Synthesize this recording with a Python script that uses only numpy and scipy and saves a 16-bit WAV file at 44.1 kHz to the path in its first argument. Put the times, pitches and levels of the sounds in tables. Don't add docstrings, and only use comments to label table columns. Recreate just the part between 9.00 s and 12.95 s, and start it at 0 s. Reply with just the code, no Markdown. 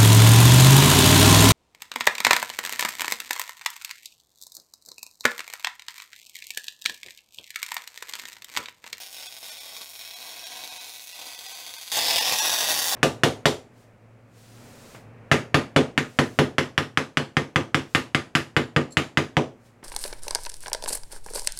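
import sys
import numpy as np
from scipy import signal
from scipy.fft import rfft, irfft
from scipy.io import wavfile
from scipy.ndimage import uniform_filter1d, minimum_filter1d, map_coordinates

SR = 44100
rng = np.random.default_rng(int(sys.argv[2]) if len(sys.argv) > 2 else 0)


def master(y):
    cut = np.clip(np.atleast_2d(y).T, -1, 1)
    pcm = np.round(cut * 32767)
    wavfile.write(sys.argv[1], SR, pcm.astype(np.int16))


N = 174195


# (time [s], bass [dB], middle [dB], treble [dB])
FAINT_LEVELS = [(0, -52, -41, -40), (0.06, -58.5, -44.5, -47.5), (0.11, -59.5, -51.5, -48.5),
                (0.135, -60, -48, -45.5), (0.17, -54.5, -43.5, -45.5), (0.27, -55, -44.5, -45),
                (0.31, -58.5, -48.5, -48.5), (0.37, -59, -50.5, -50), (0.405, -63, -53.5, -48),
                (0.43, -53.5, -43.5, -45), (0.58, -56, -45, -45.5), (0.7, -53, -44.5, -46.5),
                (0.79, -52.5, -43, -45), (0.825, -47, -43, -46), (0.85, -60, -51, -46.5),
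                (0.94, -58.5, -52.5, -45.5), (1.01, -56.5, -44, -45.5), (1.07, -57, -43.5, -46.5),
                (1.2, -52.0, -44.5, -45.5), (1.47, -51.0, -42, -46.5), (1.66, -49.0, -42.5, -45.5),
                (1.85, -54.5, -43, -46.5), (2.05, -61.5, -48.5, -45), (2.11, -62, -45.5, -47),
                (2.2, -49.5, -42.5, -46), (2.38, -55.5, -45, -47), (2.68, -51, -42, -44.5),
                (2.905, -60.5, -46, -46)]
# (frequency [Hz], level [dB])
FAINT_TONE = [(30, -35), (70, -22.5), (170, -20), (310, -11), (400, -16), (480, -8.5), (570, -9), (720, -4),
              (950, -7.5), (1140, -4), (1300, -10), (1520, -2.5), (1780, -9), (2050, -7.5), (2550, -4.5),
              (2950, -4.5), (3300, -2.5), (3900, -1), (4200, -7), (4750, 0), (5400, -3), (7100, -9),
              (8800, -11), (10000, -10), (15500, -12.5)]
FAINT_SHORTS_PER_S, FAINT_SIZZLE_DB, FAINT_RING_DB = 130, -0.5, -3.5


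def faint_arc():
    return arc(FAINT_TONE, FAINT_LEVELS, FAINT_SHORTS_PER_S, FAINT_SIZZLE_DB, FAINT_RING_DB)


# (time [s], bass [dB], middle [dB], treble [dB])
LOUD_LEVELS = [(2.92, -39.5, -28, -28), (2.98, -33, -25, -29), (3.07, -36.5, -27, -30.5),
               (3.19, -34, -24, -29), (3.24, -36.5, -27, -32.5), (3.355, -31, -24.5, -29),
               (3.385, -41, -27, -27.5), (3.411, -33, -26, -29), (3.579, -36, -27.5, -30),
               (3.7, -33, -25.5, -27), (3.9, -37, -30.5, -27.5), (3.945, -32.5, -31, -28)]
# (frequency [Hz], level [dB])
LOUD_TONE = [(30, -39), (70, -20), (170, -19.5), (310, -13), (400, -14.5), (480, -8), (570, -9), (720, -4),
             (950, -6), (1140, -7.5), (1300, -15.5), (1520, -6), (1900, 0), (2160, -6.5), (2500, -1),
             (3000, -1), (3500, 3.5), (4100, -3), (4550, 0.5), (5500, -1), (7100, -4), (8800, -8),
             (10500, -7.5), (15500, -10)]
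LOUD_SHORTS_PER_S, LOUD_SIZZLE_DB, LOUD_RING_DB = 190, 6, -18


def loud_arc():
    hiss = arc(LOUD_TONE, LOUD_LEVELS, LOUD_SHORTS_PER_S, LOUD_SIZZLE_DB, LOUD_RING_DB)
    return bright_edge(hiss)


BASS_EDGE_HZ, TREBLE_EDGE_HZ = 1500, 6300
SIZZLE_PER_BASS_DB = 1.5


def arc(tone, levels, shorts_per_s, sizzle_db, ring_db):
    bass_level = curve(levels)
    mean_bass = np.array(levels)[:, 1].mean()
    sizzle = sizzle_db + SIZZLE_PER_BASS_DB * (bass_level - mean_bass)
    source = crackle(shorts_per_s, sizzle) / np.hypot(1, undb(sizzle))
    coloured = convolve(ring(workshop(source), ring_db), click_of(tone))

    spectrum = rfft(coloured, 2 * N)
    f = np.arange(N + 1) * SR / (2 * N)
    below_bass_edge = 1 / (1 + (f / BASS_EDGE_HZ) ** 10)
    below_treble_edge = 1 / (1 + (f / TREBLE_EDGE_HZ) ** 10)
    bands = [below_bass_edge, below_treble_edge - below_bass_edge, 1 - below_treble_edge]
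    out = np.zeros(N)
    for column, band in enumerate(bands, start=1):
        out += unit(irfft(spectrum * band)[:N]) * undb(curve(levels, axis=column))
    return out


SHORT_SPREAD, SNAP_SPREAD_DB = 0.5, 3.5
SPITS_PER_S, SPIT_SPREAD_DB = 2500, 7


def crackle(shorts_per_s, sizzle_db, count=2000):
    wait_luck, size_luck = rng.standard_normal((count, 2)).T
    waits = np.exp(SHORT_SPREAD * wait_luck - SHORT_SPREAD ** 2 / 2)
    times = np.cumsum(waits) / shorts_per_s
    sizes = np.sqrt(np.minimum(waits, 1.3)) * undb(SNAP_SPREAD_DB * np.minimum(size_luck, 1))
    snaps = spikes(times, sizes)

    is_spit = rng.random(N) < SPITS_PER_S / SR
    spits = is_spit * undb(SPIT_SPREAD_DB * np.minimum(rng.standard_normal(N), 2))
    sizzle = unit((spits - spits.mean()) * hush(times))
    burn = unit(snaps - snaps.mean()) - undb(sizzle_db) * sizzle
    return burn * hush(np.array(HARD_SNAPS)[:, 0])


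SHORT_S, SHORT_DB = 0.0025, -12


def hush(times):
    t = np.arange(N) / SR
    ends = np.append(np.sort(times), np.inf)
    time_to_snap = ends[np.searchsorted(ends, t)] - t
    return np.where(time_to_snap < SHORT_S, undb(SHORT_DB), 1)


# (time [s], level [dB])
HARD_SNAPS = [(0.0101, -28), (0.026, -24), (0.0342, -30), (0.1409, -26), (0.2263, -21), (0.233, -21.5),
              (0.2408, -24), (0.2538, -33), (0.2676, -20), (0.3177, -24.5), (0.3252, -21), (0.3598, -27),
              (0.3672, -20), (0.3757, -27), (0.421, -28), (0.4296, -34), (0.4428, -26), (0.4855, -22.5),
              (0.5705, -22), (0.6498, -32), (0.7531, -26.5), (0.8119, -22), (0.817, -19.5), (0.8254, -28),
              (0.8327, -25), (0.8593, -23.5), (0.8703, -27), (0.8805, -29), (0.8906, -30), (0.9036, -27),
              (0.9152, -29), (0.9348, -25), (0.954, -21.5), (0.9604, -25), (1.0024, -22.5), (1.0429, -28),
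              (1.0651, -31), (1.1105, -21), (1.1874, -22), (1.2274, -21), (1.4689, -18), (1.5964, -25),
              (1.638, -19.5), (1.676, -19), (1.738, -23), (1.8112, -29), (1.8667, -23), (1.8806, -32),
              (1.902, -25), (1.9614, -21.5), (1.9958, -22), (2.0044, -25), (2.0197, -28), (2.0629, -28),
              (2.0822, -30), (2.0905, -31), (2.0973, -25), (2.18, -26), (2.3476, -21.5), (2.3907, -19),
              (2.4948, -21.5), (2.665, -19.5), (2.7393, -16.5), (2.8782, -19), (2.918, -9.5), (3.0517, -9),
              (3.2583, -10), (3.883, -9), (3.9156, -7.5), (3.9345, -7.5)]


def hard_snaps():
    times, db = np.array(HARD_SNAPS).T
    clicks = spikes(times, undb(db))
    return convolve(ring(workshop(clicks), FAINT_RING_DB), click_of(FAINT_TONE))


# (frequency [Hz], width [Hz], level [dB])
WORKPIECE_TONES = [(2000, 84, 4.5), (2268, 50, -3), (2547, 103, 2.5), (2820, 30, 1.5), (3278, 100, 2),
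                   (3550, 85, -5), (3770, 190, -5.5), (3970, 40, 4), (4280, 130, 5.5), (4493, 93, 1.5),
                   (5180, 19, 4), (5524, 42, -5.5), (7360, 95, 1)]


def ring(x, ring_db):
    ringing = np.zeros(N)
    for hz, width, db in WORKPIECE_TONES:
        b, a = signal.iirpeak(hz, hz / width, SR)
        ringing += undb(db) * signal.lfilter(b, a, x)
    return x + undb(ring_db) * ringing


# (time [s], frequency [Hz])
EDGE_PATH = [(2.92, 5700), (3.15, 5660), (3.35, 6560), (3.6, 6850), (3.95, 6900)]
EDGE_DB, EDGE_WIDTH_HZ = 2, 840


def bright_edge(x, size=512):
    f, t, spectra = signal.stft(x, SR, nperseg=size)
    edge = np.interp(t, *np.array(EDGE_PATH).T)
    below = (edge - f[:, None]) / EDGE_WIDTH_HZ
    tilt = undb(EDGE_DB * below * np.exp(-below ** 2 / 2))
    return signal.istft(spectra * tilt, SR, nperseg=size)[1][:N]


# (time [s], delay [ms], signed strength [gain])
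ECHO_PATHS = [
    [(0, 0.81, -0.12), (1.3, 0.81, -0.24), (2.0, 0.69, -0.17), (2.5, 0.73, -0.34), (3.0, 0.71, -0.12),
     (3.25, 0.658, -0.13), (3.95, 0.51, -0.016)],
    [(0, 0.71, -0.27), (1.15, 0.63, -0.2), (1.6, 0.67, -0.15), (2.9, 0.52, -0.034), (3.25, 0.5, -0.073),
     (3.55, 0.421, -0.26), (3.95, .36, -0.13)],
    [(0, 0.59, .05), (1.3, 0.49, 0.12), (2.0, 0.5, 0.21), (2.95, 0.47, 0.055), (3.15, 0.38, 0.13),
     (3.95, 0.39, 0.054)],
    [(0, 0.34, 0.2), (1.5, 0.32, 0.24), (2.9, 0.29, 0.14), (3.3, 0.18, 0.078), (3.95, 0.2, 0.088)],
    [(0, 0.72, 0.16), (2.0, 1.07, 0), (2.4, 1.14, 0.06), (2.95, 1.105, 0.096), (3.25, 1.127, 0.021),
     (3.95, 1.068, 0.17)],
    [(0, 1.36, 0.13), (1.4, 1.23, 0.11), (2.2, 1.44, 0.17), (3.95, 1.3, 0.041)],
]
# (time [s], place [scatter patterns passed])
TORCH_PATH = [(0, 0), (2.9, 4), (3.95, 9)]
BENCH_DB, BENCH_T60_S, BENCH_DELAY_S = -1, 0.049, 0.003
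STEEL_DB, STEEL_T60_S = -8.5, 0.0046
ROOM_DB, ROOM_T60_S = -9.5, 0.45
SCATTER_FROM_HZ = 1310


def workshop(x, count=10):
    near = x
    place = np.clip(curve(TORCH_PATH), 0, count - 1)
    for k in range(count):
        share = np.sqrt(np.maximum(1 - np.abs(place - k), 0))
        bench = undb(BENCH_DB) * scatter(BENCH_T60_S, BENCH_DELAY_S, SCATTER_FROM_HZ, size=8192, order=30)
        steel = undb(STEEL_DB) * scatter(STEEL_T60_S, 0.0004, SCATTER_FROM_HZ, size=8192, order=60)
        near = near + convolve(x * share, bench[:4096] + steel[:4096])

    t = np.arange(N) / SR
    echoes = np.zeros(N)
    for path in ECHO_PATHS:
        heard_from = (t - curve(path) / 1000) * SR
        echoes += curve(path, axis=2) * map_coordinates(near, [heard_from], order=3)
    room = undb(ROOM_DB) * convolve(x, scatter(ROOM_T60_S, 0.012, from_hz=140, size=32768))
    return near + echoes + room


def scatter(t60, delay, from_hz, size=16384, order=160):
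    t = np.arange(size) / SR
    f = np.arange(size // 2 + 1) * SR / size
    fading_noise = rng.standard_normal(size) * np.exp(-np.log(1000) * t / t60)
    spectrum = rfft(fading_noise)
    smooth = np.sqrt(uniform_filter1d(np.abs(spectrum) ** 2, order))
    bass_cut = 1j * f / (1j * f + from_hz)
    cloud = irfft(spectrum / smooth * bass_cut)
    return np.concatenate([np.zeros(int(delay * SR)), cloud[:size // 2]])


HUM_HZ, HUM_DB, HUM_WAVER_DB = 101.5, -77.5, 2.5


def hum(size=90):
    waver = unit(signal.resample(rng.standard_normal(size), N))
    tone = unit(np.sin(2 * np.pi * HUM_HZ * np.arange(N) / SR))
    return undb(HUM_DB + HUM_WAVER_DB * waver) * tone


SMEAR_TIMES = [0.28, 0.511, 0.596, 1.152, 1.45, 1.704, 1.791, 2.137, 2.368, 2.476, 2.539, 2.776, 3.2, 3.41]
SMEAR_S, SMEAR_SHARPNESS = 0.02, 4
SMEAR_DB, SMEAR_TOP_HZ = -1.5, 9100


def smear(x, size=2048, order=41):
    out = x.copy()
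    lag = np.arange(size) - size // 2
    mix = np.exp(-(lag / SR / (SMEAR_S / 2)) ** 4)
    f = np.arange(size // 2 + 1) * SR / size
    dull = 1 / np.hypot(1, (f / SMEAR_TOP_HZ) ** 2)
    for time in SMEAR_TIMES:
        at = int(time * SR) + lag
        spectrum = rfft(x[at] * np.hanning(size))
        strength = np.abs(spectrum) + 1e-12
        strongest_nearby = -minimum_filter1d(-strength, order)
        tones = irfft(spectrum * dull * (strength / strongest_nearby) ** SMEAR_SHARPNESS)
        tones *= np.sqrt(np.sum(mix * x[at] ** 2) / np.sum(mix * tones ** 2))
        out[at] = np.sqrt(1 - mix) * out[at] + np.sqrt(mix) * undb(SMEAR_DB) * tones
    return out


def undb(db):
    return 10 ** (np.asarray(db) / 20)


def unit(x):
    return x / np.sqrt(np.mean(x ** 2))


def curve(rows, axis=1):
    rows = np.array(rows)
    return np.interp(np.arange(N) / SR, rows[:, 0], rows[:, axis])


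def convolve(x, response):
    return signal.oaconvolve(x, response)[:N]


def click_of(tone, size=4096):
    hz, db = np.array(tone).T
    f = np.arange(size // 2 + 1) * SR / size
    gain = undb(np.interp(np.log(f + 1), np.log(hz), db))
    cepstrum = irfft(np.log(gain))
    cepstrum[1:size // 2] *= 2
    cepstrum[size // 2 + 1:] = 0
    click = irfft(np.exp(rfft(cepstrum)))
    return click / np.abs(click).max()


def spikes(times, sizes):
    at = np.clip(times * SR, 0, N).astype(int)
    return -np.bincount(at, sizes, N + 1)[:N]


JUMP_S, JUMP_RISE_S = 2.916, 0.0019


def scene():
    jump = np.clip((np.arange(N) / SR - JUMP_S) / JUMP_RISE_S, 0, 1)
    burning = (1 - jump) * faint_arc() + jump * loud_arc()
    return smear(burning + hard_snaps() + hum())[None]


TOP_HZ = 15750


def record(dry):
    low_pass = signal.firwin(601, TOP_HZ, fs=SR, window=("kaiser", 9))
    return signal.fftconvolve(dry, low_pass[None], mode="same")


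dry = scene()
out = record(dry)
master(out)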